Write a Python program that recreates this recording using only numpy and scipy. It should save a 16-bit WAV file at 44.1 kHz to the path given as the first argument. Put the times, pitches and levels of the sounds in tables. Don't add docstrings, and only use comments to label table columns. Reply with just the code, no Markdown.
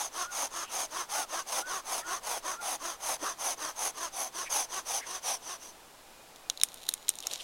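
import sys
import numpy as np
from scipy import signal
from scipy.fft import rfft, irfft, next_fast_len
from scipy.io import wavfile
from scipy.ndimage import uniform_filter1d

SR = 44100
rng = np.random.default_rng(int(sys.argv[2]) if len(sys.argv) > 2 else 0)


def bounce(signal):
    frames = np.transpose(np.atleast_2d(signal))
    limited = np.clip(frames, -1, 1)
    pcm = np.round(limited * 32767).astype(np.int16)
    wavfile.write(sys.argv[1], SR, pcm)


N = 327663
T = np.arange(N) / SR
TOP_HZ = 15900


def undb(db):
    return 10 ** (np.asarray(db) / 20)


def unit(x):
    return x / np.sqrt(np.mean(x ** 2))


def noise():
    return rng.standard_normal(N)


def colour(x, points):
    hz, db = np.transpose(points)
    half = next_fast_len(N // 2 + 1)
    gain = undb(np.interp(np.log(np.linspace(1, SR / 2, half + 1)), np.log(hz), db))
    return unit(irfft(rfft(x, 2 * half) * gain)[:N])


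def lowpass(x, hz, order=1):
    return signal.sosfilt(signal.butter(order, hz, fs=SR, output="sos"), x)


def ring(x, hz, width_hz):
    return signal.lfilter(*signal.iirpeak(hz, hz / width_hz, fs=SR), x)


def bell_eq(x, hz, width_hz, db):
    return x + (undb(db) - 1) * ring(x, hz, width_hz)


def sing(hz, half_width_hz, drive):
    quiver = lowpass((noise() + 1j * noise()) * drive, half_width_hz, order=2)
    return unit(np.real(quiver * np.exp(2j * np.pi * np.cumsum(hz) / SR)))


def walk(rate):
    hold = int(SR / rate)
    return unit(uniform_filter1d(noise()[np.arange(N) // hold], hold))


def arch(start, top, end):
    return np.sin(np.pi * np.interp(T, [start, top, end], [0, .5, 1])).clip(0)


# (start [s], fastest point [share], force [dB])
HAND_STROKES = [(-.046, 0.44, -35.5), (.104, 0.59, -36), (.283, 0.69, -33.5), (.492, 0.57, -38),
                (.673, 0.58, -34), (.885, 0.59, -37.5), (1.068, 0.56, -33), (1.267, 0.6, -37),
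                (1.442, 0.67, -33), (1.642, 0.58, -36.5), (1.824, 0.66, -34.5), (2.036, 0.56, -37),
                (2.207, 0.55, -34.5), (2.418, 0.44, -37.5), (2.586, 0.63, -34.5), (2.784, 0.46, -38),
                (2.978, 0.69, -33.5), (3.181, 0.53, -37.5), (3.358, 0.66, -33.5), (3.563, 0.53, -37),
                (3.739, 0.63, -34.5), (3.925, .64, -39), (4.106, 0.51, -37.5), (4.313, 0.51, -37.5),
                (4.48, .4, -31.5), (4.678, 0.57, -37), (4.834, 0.58, -33), (5.025, 0.68, -38),
                (5.207, .53, -33.5), (5.392, 0.74, -40.5), (5.581, 0.45, -47.5)]
def hand(pulling, stop_s=5.741):
    grip, power = (.29, 1.25) if pulling else (.13, 1.48)
    speed, place, bite, rasp = np.zeros((4, N))
    ends = [row[0] for row in HAND_STROKES[1:]] + [stop_s]
    strokes = list(zip(HAND_STROKES, ends, rng.standard_normal(len(ends))))
    for (start, fastest, force_db), end, haste in strokes[0::2] if pulling else strokes[1::2]:
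        swing = arch(start, start + fastest * (end - start), end)
        speed += swing * undb(1.4 * haste)
        place += np.interp(T, [start, end], [0, 1], right=0)
        bite += undb(force_db) * swing ** 1.4
        dig = .2 + .8 * swing ** 6 / (swing ** 6 + grip ** 6)
        rasp += undb(force_db) * swing ** power * dig
    return speed, place, bite, rasp


def teeth(pulling, speed, scatter_db=2.5):
    tooth_hz, jitter = (279.2, .06) if pulling else (357.5, .04)
    passed = np.cumsum(tooth_hz * speed ** .4 * (1 + jitter * walk(300))) / SR
    tooth, phase = passed.astype(int), passed % 1
    pulses = np.diff(tooth, prepend=0) * undb(scatter_db * noise()[tooth])
    toughness = undb(2 * walk(300))
    tearing = 1 + 1.1 * np.exp(-phase / 1.15) * toughness
    return pulses, tearing


def flex(x, place, near_ms, travel_ms, echo):
    delay_s = (near_ms + travel_ms * place) * (1 + .15 * walk(4)) / 1000
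    return unit(x + echo * np.interp(T - delay_s, T, x))


# (frequency [Hz], level [dB])
PULL_BODY = [(130, -41), (290, -15), (450, -9), (620, -0.5), (800, 3.5), (1100, 0), (1350, -4.5),
             (1700, -9.5), (2300, -8.5), (3200, -21.5)]
PUSH_BODY = [(130, -35), (320, -9.5), (450, -6), (640, -1), (850, -2), (1090, 5), (1400, -2), (1800, -4.5),
             (2300, -15), (3200, -24)]
def branch(pulling, speed, place, pulses, tearing):
    body, tooth_db, groan_hz, groan_db = (PULL_BODY, -1, 790, -8) if pulling else (PUSH_BODY, 1, 1071, -6)
    drumming = colour(pulses, body) * np.sqrt(np.mean(speed > .1))
    wood = undb(tooth_db) * drumming + colour(noise() * tearing, body)
    wood = flex(wood, place, near_ms=2, travel_ms=1, echo=.25)
    drawn = place - .5 if pulling else .5 - place
    groan = sing(groan_hz - 260 * drawn + 45 * walk(6), half_width_hz=54, drive=tearing)
    knock_db = 18 * drawn
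    wood += undb(groan_db - .5 * T) * groan
    hollow_db = 2.5 - T - 4.5 * drawn
    wood = bell_eq(wood, hz=310, width_hz=105, db=knock_db)
    return bell_eq(wood, hz=1330, width_hz=540, db=hollow_db)


# (frequency [Hz], level [dB])
STEEL_RASP = [(1500, -18), (2600, -2.5), (3300, 1), (4200, -2.5), (5300, 2.5), (6500, -6.5), (7400, -6),
              (8800, 0.5), (10400, -1), (11500, -9), (13000, -9), (15500, -26)]
def blade(pulling, speed, place, tearing, ring_hz, ring_db, sheen_db):
    pinch, sheen_trim_db, tilt_db_per_octave = (1.2, -6.5, 1) if pulling else (.12, -16, -1)
    ringing = sing(ring_hz + 55 * walk(12), half_width_hz=302, drive=tearing)
    ringing *= undb(1 + pinch * ring_db)
    sheen = sing(10100 + 350 * walk(7), half_width_hz=850, drive=tearing)
    sheen *= speed * undb(sheen_db + sheen_trim_db + .5 * walk(12))
    tilted = [(hz, db + tilt_db_per_octave * np.log2(hz / 6000)) for hz, db in STEEL_RASP]
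    scrape = colour(noise() * tearing, tilted)
    return flex(scrape + ringing + sheen, place, near_ms=.6, travel_ms=.5, echo=.3)


# (time [s], ring pitch [Hz], ring level [dB], sheen level [dB], wood level [dB])
KERF_CURVES = [(0, 6295, 1, -5, -2), (1.299, 6210, -1.5, -6, 0), (2.3, 6280, -3.5, 3, 1),
               (3.3, 6227, -.5, 2, 0.5), (4.2, 6220, 2, 8, 0.5), (4.599, 6140, 1, 2.5, -1),
               (5.299, 6070, 0.5, 1, -1.5), (5.698, 6000, 1, -8, -4)]
def saw(pulling):
    wood_trim_db, steel_trim_db, catch_db = (-4, 0, .78) if pulling else (-3, .25, .83)
    times, *curves = np.transpose(KERF_CURVES)
    ring_hz, ring_db, sheen_db, wood_db = (np.interp(T, times, curve) for curve in curves)
    speed, place, bite, rasp = hand(pulling)
    pulses, tearing = teeth(pulling, speed)
    wood = branch(pulling, speed, place, pulses, tearing)
    steel = blade(pulling, speed, place, tearing, ring_hz, ring_db, sheen_db)
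    catching = undb(catch_db * walk(85))
    wood *= bite * undb(wood_trim_db + wood_db + .58 * walk(70))
    steel *= rasp * undb(steel_trim_db + .4 * walk(160))
    return catching * (wood + steel)


# (frequency [Hz], level [dB])
AIR_BED = [(20, 3), (45, -7.5), (110, -11), (230, -8), (320, -5.5), (430, -5.5), (800, -2), (1300, -8),
           (2000, -11.5), (3500, -12), (7000, -15), (11000, -17.5), (15000, -23)]
def air(level_db=-53.5):
    return colour(noise(), AIR_BED) * undb(level_db + .11 * walk(2.9))


# (middle [s], top pitch [Hz], level [dB])
BLADE_WHISTLES = [(.29, 1450, -43), (1.19, 1470, -42), (1.675, 1512, -43), (2.085, 1470, -43),
                  (2.606, 1404, -43.5)]
def whistles(length_s=.15, droop_hz=270, waver=.0061):
    out, wobble = np.zeros(N), 1 + waver * walk(250)
    for middle, top_hz, db in BLADE_WHISTLES:
        along = np.clip(2 * (T - middle) / length_s, -1, 1)
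        hz = (top_hz - droop_hz * along ** 2) * wobble
        out += undb(db) * (1 - along ** 4) * np.sin(2 * np.pi * np.cumsum(hz) / SR)
    return out * undb(2.3 * walk(90))


# (middle [s], length [s], pitch [Hz], level [dB])
KERF_CREAKS = [(0.685, 0.11, 2750, -53), (1.341, 0.027, 700, -37.5), (2.028, 0.047, 1730, -51),
               (3.231, 0.054, 310, -46), (3.239, 0.037, 577, -41), (3.267, 0.066, 1270, -37.5),
               (4.47, 0.045, 2220, -41), (5.029, 0.074, 1880, -45.5), (5.29, .11, 3470, -45),
               (5.316, 0.039, 780, -37), (7.24, .011, 3140, -43), (7.405, 0.029, 3220, -41.5)]
def creaks(width_share=.37, scuff_db=-11):
    out, scuff = np.zeros(N), undb(scuff_db) * colour(noise(), STEEL_RASP)
    for middle, length, hz, db in KERF_CREAKS:
        width_hz = width_share * hz
        squeak = unit(ring(ring(noise(), hz, width_hz), hz, width_hz))
        out += undb(db) * arch(middle - length / 2, middle, middle + length / 2) * (squeak + scuff)
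    return out


# (start [s], end [s], pitch [Hz], level [dB])
THIN_TONES = [(6.02, 6.3, 2460, -70), (6.37, 6.51, 2460, -66), (6.978, 7.04, 6850, -56)]
def faint_tones(half_width_hz=18):
    return sum(undb(db) * arch(start, (start + end) / 2, end) * sing(np.full(N, hz), half_width_hz, 1)
               for start, end, hz, db in THIN_TONES)


# (frequency [Hz], width [Hz], level [dB])
SPLINTER_MODES = [(440, 200, -14.5), (1400, 530, -12.5), (2720, 79, -22), (3920, 530, 7), (5740, 1200, 1.5),
                  (6660, 640, 3.5), (9000, 1200, 4.5), (10930, 840, -0.5), (11800, 2000, -16)]
def splinter(x):
    return sum(undb(db) * ring(x, hz, width_hz) for hz, width_hz, db in SPLINTER_MODES)


# (time [s], level before trim [dB], strongest frequency [Hz])
FIBRE_SNAPS = [(6.3603, -46.5, 3870), (6.4993, -20, 3300), (6.5746, -36, 3670), (6.5996, -39, 3980),
               (6.614, -25, 3700), (6.6347, -12, 9800), (6.687, -41.5, 5760), (6.7426, -38.5, 10100),
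               (6.8897, -19, 9600), (6.9385, -25, 9100), (7.0829, -31, 3830), (7.0915, -14.5, 8600),
               (7.1023, -33.5, 3850), (7.155, -38.5, 9190), (7.1872, -34, 6810), (7.204, -36, 6760),
               (7.2258, -40, 3330), (7.2695, -24, 6280), (7.313, -37, 3820), (7.3352, -29, 5800),
               (7.358, -35, 4190)]
def snaps(tear_s=.001, tail_s=.0083, tail_db=-27, air_s=.033, air_db=-46, trim_db=3):
    out, t = np.zeros(N), T[:SR // 10]
    fade = np.exp(-t / tear_s) + undb(tail_db) * np.exp(-t / tail_s) + undb(air_db) * np.exp(-t / air_s)
    for time, db, hz in FIBRE_SNAPS:
        grain = np.sign(rng.standard_normal(len(t)))
        crack = splinter(grain * fade)
        crack += undb(1) * ring(crack, hz, width_hz=.49 * hz)
        crack = lowpass(crack, min(1.52 * hz, TOP_HZ))
        loudest = np.sqrt(uniform_filter1d(crack ** 2, SR // 500).max())
        i = int(time * SR)
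        out[i:i + len(t)] += undb(db + trim_db) * crack[:N - i] / loudest
    return out


# (start [s], peak [s], end [s], level [dB])
HINGE_TEARS = [(6.52, 6.66, 7.4, -57), (6.77, 6.787, 7.0, -54.5), (7.06, 7.25, 8, -55.5)]
def hinge(ticks_per_s=330, scatter_db=7):
    strain = sum(undb(db) * arch(start, peak, end) for start, peak, end, db in HINGE_TEARS)
    ticks = (rng.random(N) < ticks_per_s / SR) * undb(scatter_db * noise().clip(-2, 2))
    crackle = splinter(ticks) + undb(7) * ring(ticks, hz=3750, width_hz=600)
    return strain * unit(lowpass(crackle, hz=11000))


# (frequency [Hz], level [dB])
TWIG_RUSTLE = [(800, -24), (2000, -6), (3200, 3.5), (4200, 1), (6000, -1), (9000, -4), (12000, -11),
               (15500, -29)]
# (time [s], rustle level [dB], brush level [dB])
LIMB_SWISHES = [(7.258, -47, -48), (7.317, -39, -48), (7.41, -47, -66)]
def falling_limb(attack_s=.011, decay_s=.034, grit_db=3):
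    twigs = colour(noise() * undb(grit_db * walk(910)), TWIG_RUSTLE)
    brush = colour(noise(), [(150, -38), (330, -9), (650, 5), (1000, -3), (2000, -14), (4000, -38)])
    out = np.zeros(N)
    for time, rustle_db, brush_db in LIMB_SWISHES:
        swell = np.exp(np.minimum((T - time) / attack_s, (time - T) / decay_s))
        out += swell * (undb(rustle_db) * twigs + undb(brush_db) * brush)
    return out


def scene():
    sawing = saw(pulling=True) + saw(pulling=False) + whistles() + creaks()
    mix = sawing + faint_tones() + snaps() + hinge() + falling_limb() + air()
    return np.tile(mix, (2, 1))


def record(dry):
    rounded = .83 * np.tanh(dry / .86)
    return signal.sosfilt(signal.ellip(8, .2, 70, TOP_HZ, fs=SR, output="sos"), rounded)


dry = scene()
out = record(dry)
bounce(out)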